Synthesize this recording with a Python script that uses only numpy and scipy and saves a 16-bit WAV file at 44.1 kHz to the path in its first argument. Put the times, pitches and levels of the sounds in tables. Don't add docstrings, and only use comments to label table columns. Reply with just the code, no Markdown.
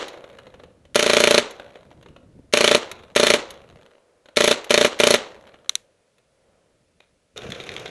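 import sys
import numpy as np
from scipy import signal
from scipy.fft import rfft, irfft
from scipy.io import wavfile
from scipy.ndimage import uniform_filter1d

SR = 44100
rng = np.random.default_rng(int(sys.argv[2]) if len(sys.argv) > 2 else 0)


def dump_mix(stems):
    frames = np.atleast_2d(stems).T
    limited = np.clip(frames, -1, 1)
    pcm = np.round(limited * 32767).astype(np.int16)
    wavfile.write(sys.argv[1], SR, pcm)


N = 348384

# f/Hz, level/dB
CLACK_SPECTRUM = [(100, -20.5), (400, -30.5), (750, -26.5), (1150, 0.5), (2400, -2), (4100, 2.5),
                  (4800, -7), (6600, 0), (7400, -9.5), (9000, -13.5), (11000, -9.5), (13000, -33.5)]
# f/Hz, width/Hz, height/dB
BODY_MODES = [(1220, 66, -1), (1354, 20, 5.5), (1950, 51, -1.5), (1960, 96, 5.5), (2296, 390, 7),
              (2410, 64, 4.5), (3010, 160, 4), (3450, 38, 6), (3620, 64, 5), (3990, 180, 1), (4280, 50, 7)]
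# f/Hz, level/dB
BALL_SPECTRUM = [(150, -13), (350, -3), (540, 6), (800, -2), (1400, 1), (2400, 2.5), (4100, 3.5),
                 (4900, -10.5), (6700, -3.5), (8000, -13.5), (12000, -10.5)]
# f/Hz, level/dB
ECHO_SPECTRUM = [(60, -16.5), (200, 0), (350, 3.5), (550, 2.5), (780, -4.5), (1300, -2), (2500, -2.5),
                 (4100, -2.5), (4900, -12.5), (6600, -9.5), (8000, -13), (12000, -22.5)]


def shots(cycle_s=0.03517, jitter_s=.00028, spread_db=.5, clack_sag=0.18):
    # t/s, shots, thump level/dB, clack level/dB, pressure sag/dB, shots to deepest sag
    bursts = [(-0.371, 10, -29, -11.5, 0, 1), (0.9567, 13, -12, -13.5, 6, 1.48),
              (2.5364, 7, -12, -13, 6, 0.7), (3.1618, 6, -12.5, -13, 0, 1), (4.3703, 5, -13, -14, 1.5, 1.7),
              (4.7061, 5, -12.5, -14, -0.5, 1), (5, 5, -11.5, -13, 1.5, 1)]
    # t/s, thump loss/dB
    weak_shots = [(1.273, 1.5), (2.677, 4), (3.267, 4.5)]
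    fired = []
    for start, count, thump_db, clack_db, sag_db, deepest in bursts:
        for k in range(count):
            s, progress = start + k * cycle_s, k / deepest
            sag = sag_db * progress * np.exp(1 - progress)
            lost = sum(db for at, db in weak_shots if abs(at - s) < cycle_s / 2)
            thump_vary, clack_vary = spread_db * rng.standard_normal(2)
            s += jitter_s * rng.standard_normal()
            fired.append((s, thump_db - sag - lost + thump_vary, clack_db - clack_sag * sag + clack_vary))
    return fired


def marker(fired, close_db=6, echo_db=19, lead_s=.02, jitter_s=.0002, spread_db=2):
    # t/ms from the shot, level/dB, decay/ms, tilt/dB per octave, share of clean impact
    cycle = [(-10, -0.5, 2.1, 1, 0), (-6, 1.5, 4.2, 0.5, .05), (-3.5, 3.5, 9, -3.5, 0.3),
             (0.34, 19, 0.96, -1.1, .3), (2, 15, 6.4, -1.4, 0), (4, 10.5, 1.1, 5.5, .05),
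             (5.4, 10.5, 1.5, -1, 0.6), (11, 0, 1.7, 1.5, 0.4), (14.5, 12, 3, -3.6, 0.1),
             (21, -1, 8.9, 2.5, 0)]
    out, impact = np.zeros(N), signal.unit_impulse(3000)
    blows = [(ms / 1000, db, decay_ms, clean, puff(decay_ms), ring(CLACK_SPECTRUM, tilt, BODY_MODES))
             for ms, db, decay_ms, tilt, clean in cycle]
    steady_echo, stray_echoes = field_echo(), [field_echo() for _ in range(4)]
    for k, (s, thump_db, clack_db) in enumerate(fired):
        clack = rattle()
        for lag, db, decay_ms, clean, usual_push, body in blows:
            rough = blend(usual_push, puff(decay_ms), share=0.68)
            blow = signal.fftconvolve(blend(impact, rough, clean), body)
            add(clack, rng.normal(lead_s + lag, jitter_s), amp(rng.normal(db, spread_db)) * blow)
        band = (rng.uniform(2700, 4400), 500, 4.5)  # f/Hz, width/Hz, height/dB
        chatter = ring([(20, 0), (20000, 0)], tilt=rng.normal(0.11, .6), peaks=[band], size=1024)
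        chatter /= np.mean(abs(rfft(chatter)[20:50]))
        add(out, s - lead_s, amp(clack_db + close_db) * signal.fftconvolve(clack, chatter))
        add(out, s + .00028, amp(thump_db + close_db) * barrel_thump())
        add(out, s, amp(clack_db + echo_db) * blend(steady_echo, stray_echoes[k % 4], share=0.23))
    return out


def barrel_thump(barrel_hz=458.5, width_hz=157, size=3000):
    # delay/ms, signed gain
    paths = [(0, 1), (1.256, -.54), (5.07, 1.4), (7.75, -.68), (8.06, .24), (13.84, .19)]
    # f/Hz, width/Hz, signed gain
    shelter_modes = [(124.7, 31, 0.087), (236, 16, .14), (591.7, 22, -0.4)]
    out, t = np.zeros(size), np.arange(size) / SR
    hz = barrel_hz * rng.normal(1, 0.017)
    for ms, gain in paths:
        age = np.maximum(t - ms / 1000, 0)
        arrival = (age > 0) * np.exp(-np.pi * width_hz * age) * np.cos(2 * np.pi * hz * age)
        out -= gain * rng.normal(1, .07) * arrival
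    boom = sum(gain * mode(f, width, t) for f, width, gain in shelter_modes)
    return highpass(highpass(out, hz=100) + boom, hz=45)


def rattle(db=-5, spread_db=3, count=5):
    out, body = np.zeros(SR // 8), ring(CLACK_SPECTRUM, tilt=3.3, peaks=BODY_MODES, size=2048)
    for s, force in zip(rng.uniform(.012, .047, count), rng.uniform(-2, 1, count)):
        push = unit_energy(puff(decay_ms=1, size=600))
        add(out, s, amp(db + spread_db * force) * signal.fftconvolve(push, body))
    return out


def field_echo(rise_s=0.0046, size=36000):
    # f/Hz, t60/s
    decay_times = [(100, 0.08), (300, 0.41), (700, 0.71), (1500, 0.43), (3000, 0.38), (6000, 0.37),
                   (11000, 0.18)]
    grain = flutter(depth_db=3, span=150, size=size)
    hz, t, bands = signal.stft(noise(ECHO_SPECTRUM, size) * grain, SR, nperseg=256)
    decay = amp(-60 * t / read(decay_times, hz)[:, None])
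    tail = signal.istft(bands * decay, SR, nperseg=256)[1][:size]
    rise = 1 - np.exp(-(np.arange(size) / SR / rise_s) ** 2)
    return unit_energy(tail * rise)


def snaps(scatter_db=-13, echo_db=-34, size=9000):
    # t/s, level/dB, pitch factor, damping factor, tilt/dB per octave
    hits = [(5.6943, -15, 0.927, 0.95, -1.5), (5.7541, -17, 0.92, 0.91, 1.5)]
    # f/Hz, width/Hz, level/dB
    part_modes = [(2243, 500, -8), (3970, 650, 5), (4430, 390, 2.5), (6290, 520, 5.5), (6480, 640, 7.5),
                  (7490, 510, -7.5), (8600, 360, -9), (10500, 400, -10), (11900, 1600, -8)]
    out, t = np.zeros(N), np.arange(size) / SR
    for s, db, pitch, damping, tilt in hits:
        ringing = sum((-1) ** k * amp(height + tilt * np.log2(hz)) * mode(hz * pitch, width * damping, t)
                      for k, (hz, width, height) in enumerate(part_modes))
        add(out, s, at_level(highpass(ringing, hz=900, order=2), db))
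        add(out, s, strike(puff(decay_ms=2.9), ring(CLACK_SPECTRUM, tilt=1), db + scatter_db))
        add(out, s, strike(puff(decay_ms=36, size=size), ring(ECHO_SPECTRUM, tilt=3), db + echo_db))
    return out


def ball_ticks(gain_db=2, rise_ms=0.68):
    # t/s, relative level/dB, tilt/dB per octave
    landings = [(0.0828, -38, 0.5), (0.1403, -38.5, -8), (0.1748, -43, -6), (0.241, -41, -6.5),
                (0.387, -42.5, -5), (0.4684, -43, -6.5), (0.5412, -45.5, -6.5), (0.5985, -45.5, -8),
                (0.6364, -43, -5), (0.8525, -53, -4), (1.509, -41.5, 3), (1.5979, -36.5, -7),
                (1.7561, -41, -7.5), (1.9141, -47.5, -7.5), (2.0276, -50.5, -3.5), (2.0613, -45, -7),
                (2.086, -53, -3), (2.1634, -46, -7), (2.915, -32.5, 0.5), (3.5059, -36.5, 4),
                (3.7935, -53, -12), (3.8866, -58, -15), (4.2583, -49.5, -4.5), (4.2871, -47, -5),
                (4.644, -37, 0.9), (5.5422, -47.5, -6.5), (6.1826, -61, -1)]
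    out = np.zeros(N)
    for s, db, tilt in landings:
        squash = puff(decay_ms=5.2) * (1 - abs(puff(rise_ms)))
        add(out, s - .001, strike(squash, ring(BALL_SPECTRUM, tilt + 0.35), db + gain_db))
    return with_echo(out, wet_db=-15)


def hopper_rattle(fired, delay_s=(.12, 0.69), tick_db=-45.5, fall_db_per_s=16, spread_db=2, count=7):
    out = np.zeros(N)
    for s, _, _ in fired:
        delays = rng.uniform(*delay_s, count)
        forces, colours = np.clip(rng.standard_normal((2, count)), -2, 2)
        for delay, force, colour in zip(delays, forces, colours):
            db = tick_db - fall_db_per_s * delay + spread_db * force
            body = ring(BALL_SPECTRUM, tilt=colour - 5, size=512)
            add(out, s + delay, strike(puff(decay_ms=2, size=900), body, db))
    return with_echo(out, wet_db=-15)


def lowering_clatter(start_s=7.003, density=0.033, size=9000):
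    # f/Hz, width/Hz, height/dB
    hopper_modes = [(2440, 180, 11.5), (3760, 500, 8)]
    out = np.zeros(N)
    knock = puff(decay_ms=3, size=size)
    clatter = amp(-3) * puff(decay_ms=36, size=size) * rng.exponential(3.9, size)
    clatter *= rng.random(size) < density
    add(out, start_s, strike(knock + clatter, ring(BALL_SPECTRUM, tilt=-4, peaks=hopper_modes), db=-48))
    return out


def handling_bumps():
    # t/s, level/dB
    pushes = [(2.233, -49.5), (2.39, -45), (3.761, -51), (7.453, -36), (7.491, -31), (7.503, -41)]
    # f/Hz, level/dB
    case_spectrum = [(20, -35), (70, -4), (140, -2), (260, -3.5), (450, -13), (1000, -40), (4000, -60)]
    out = np.zeros(N)
    for s, db in pushes:
        add(out, s, strike(puff(decay_ms=5), ring(case_spectrum), db))
    return out


def mic_wind():
    # t/s, level/dB
    gusts = [(0, -67), (.6, -54), (1.5, -62), (1.95, -52), (2.45, -55.5), (3.75, -55.5), (3.95, -81),
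             (5.1, -67), (5.35, -57.5), (6.1, -82.5), (6.5, -68.5), (7.3, -73.5), (7.43, -48), (7.9, -53)]
    # f/Hz, level/dB
    wind_spectrum = [(20, -12.5), (70, 0.5), (160, -0.5), (300, -5.5), (600, -21), (1500, -54.5)]
    lumps = flutter(depth_db=3, span=1500)
    return level(gusts) * unit_rms(noise(wind_spectrum, N) * lumps)


def open_field(fired, air_db=-70.5, roll_db=-53.5, fall_db_per_s=28.5):
    # f/Hz, level/dB
    air_spectrum = [(18, -29.5), (30, -3.5), (172, -4), (342, -10), (475, -4.5), (553, -16.5), (597, -5),
                    (872, -22), (965, -14), (1100, -31), (1240, -15), (2340, -13.5), (3020, -15),
                    (10700, -20.5), (12800, -48.5), (16600, -68), (22000, -120)]
    # f/Hz, level/dB
    far_spectrum = [(150, -16), (350, -6), (530, 4.5), (800, -9), (1300, -12), (2500, -21), (5000, -37.5)]
    # t/s, level/dB
    hum_levels = [(0, -49), (.9, -67.5), (4.2, -65), (6.25, -71), (6.5, -63.5), (6.9, -72)]
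    power = level(hum_levels) ** 2
    roll = amp(roll_db - fall_db_per_s * np.arange(2 * SR) / SR)
    for s, _, _ in fired:
        add(power, s, roll ** 2)
    return amp(air_db) * noise(air_spectrum, N) + np.sqrt(power) * noise(far_spectrum, N)


def busy_field(start_s=7.361, wash_db=-40, faint_db=-39.5, gap_s=0.036):
    # t/s, level/dB, decay/ms, tilt/dB per octave
    clear_pops = [(7.377, -31.5, 1.7, 5), (7.5203, -29, 2.9, 1), (7.550, -38, 5.5, 0.5),
                  (7.601, -33, 3.4, -2.5), (7.6915, -29.5, 2.5, 0.5), (7.765, -29, 1.6, 1),
                  (7.858, -32.5, 6.4, -3)]
    # f/Hz, level/dB
    pop_spectrum = [(150, -23), (500, 5.5), (850, -4.5), (1400, 2), (2300, 7), (2900, 2.5), (3700, 11.5),
                    (4700, -8.5), (6600, -8), (8500, -18), (11000, -23)]
    # f/Hz, level/dB
    wash_spectrum = [(35, -38), (60, -13), (135, 3), (276, -9), (452, 7), (948, -11.5), (1390, -6.5),
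                     (2170, -12.5), (2430, -6.5), (3990, -18.5), (4460, -23), (6530, -18), (7810, -33),
                     (11400, -31), (12800, -66), (16600, -90.5), (22000, -120)]
    faint_pops = [(s + gap_s * rng.random(), faint_db, 4, rng.normal(2, 4.2))
                  for s in np.arange(start_s, N / SR, gap_s)]
    pops = np.zeros(N)
    for s, db, decay_ms, tilt in clear_pops + faint_pops:
        add(pops, s, strike(puff(decay_ms), ring(pop_spectrum, tilt), db))
    wash = amp(wash_db) * unit_rms(flutter(depth_db=2.5, span=300) * noise(wash_spectrum, N))
    return wash * (np.arange(N) / SR > start_s) + with_echo(pops, wet_db=-14)


def amp(db):
    return 10 ** (np.asarray(db) / 20)


def unit_rms(x):
    return x / np.sqrt(np.mean(x ** 2) + 1e-20)


def unit_energy(x):
    return x / np.linalg.norm(x)


def read(points, hz):
    f, value = np.transpose(points)
    return np.interp(np.log(hz + 1), np.log(f + 1), value)


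def level(points):
    return amp(np.interp(np.arange(N) / SR, *np.transpose(points)))


def add(mix, s, sound):
    at = int(round(s * SR))
    sound = sound[max(-at, 0):]
    part = mix[max(at, 0):][:len(sound)]
    part += sound[:len(part)]


def blend(a, b, share):
    return np.sqrt(share) * unit_energy(a) + np.sqrt(1 - share) * unit_energy(b)


def noise(spectrum, size):
    gains = amp(read(spectrum, np.fft.rfftfreq(size, 1 / SR)))
    return unit_rms(irfft(rfft(rng.standard_normal(size)) * gains, size))


def flutter(depth_db, span, size=N):
    return amp(depth_db * unit_rms(uniform_filter1d(rng.standard_normal(size), size=span)))


def highpass(sound, hz, order=1):
    return signal.lfilter(*signal.butter(order, hz, "high", fs=SR), sound)


def mode(hz, width_hz, t):
    return np.exp(-np.pi * width_hz * t) * np.sin(2 * np.pi * hz * t)


def ring(spectrum, tilt=0, peaks=(), size=4096):
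    hz = abs(np.fft.fftfreq(size, 1 / SR))
    db = read(spectrum, hz) + tilt * np.log2(np.clip(hz, 500, 11000))
    db += sum(height / (1 + (2 * (hz - f) / width) ** 2) for f, width, height in peaks)
    minimum_phase = np.exp(signal.hilbert(np.log(amp(db))).conj())
    return unit_energy(np.fft.ifft(minimum_phase).real[:size // 2])


def puff(decay_ms, size=3000):
    return rng.choice([-1., 1.], size) * np.exp(-np.arange(size) / SR * 1000 / decay_ms)


def at_level(sound, db):
    return amp(db) * sound / np.sqrt(np.mean(sound[:265] ** 2))


def strike(push, body, db):
    return at_level(signal.fftconvolve(push, body), db)


def with_echo(sound, wet_db):
    return sound + amp(wet_db) * signal.fftconvolve(sound, field_echo())[:N]


def scene():
    fired = shots()
    action = marker(fired) + ball_ticks() + hopper_rattle(fired) + snaps() + lowering_clatter()
    return (action + handling_bumps() + mic_wind() + open_field(fired) + busy_field())[None]


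def record(dry, ceiling=.95, edge_hz=12100):
    clipped = dry / (1 + (dry / ceiling) ** 6) ** (1 / 6)
    lowpass = signal.firwin(201, edge_hz, window=("kaiser", 7), fs=SR)
    return signal.oaconvolve(clipped, lowpass[None], "same")


dry = scene()
out = record(dry)
dump_mix(out)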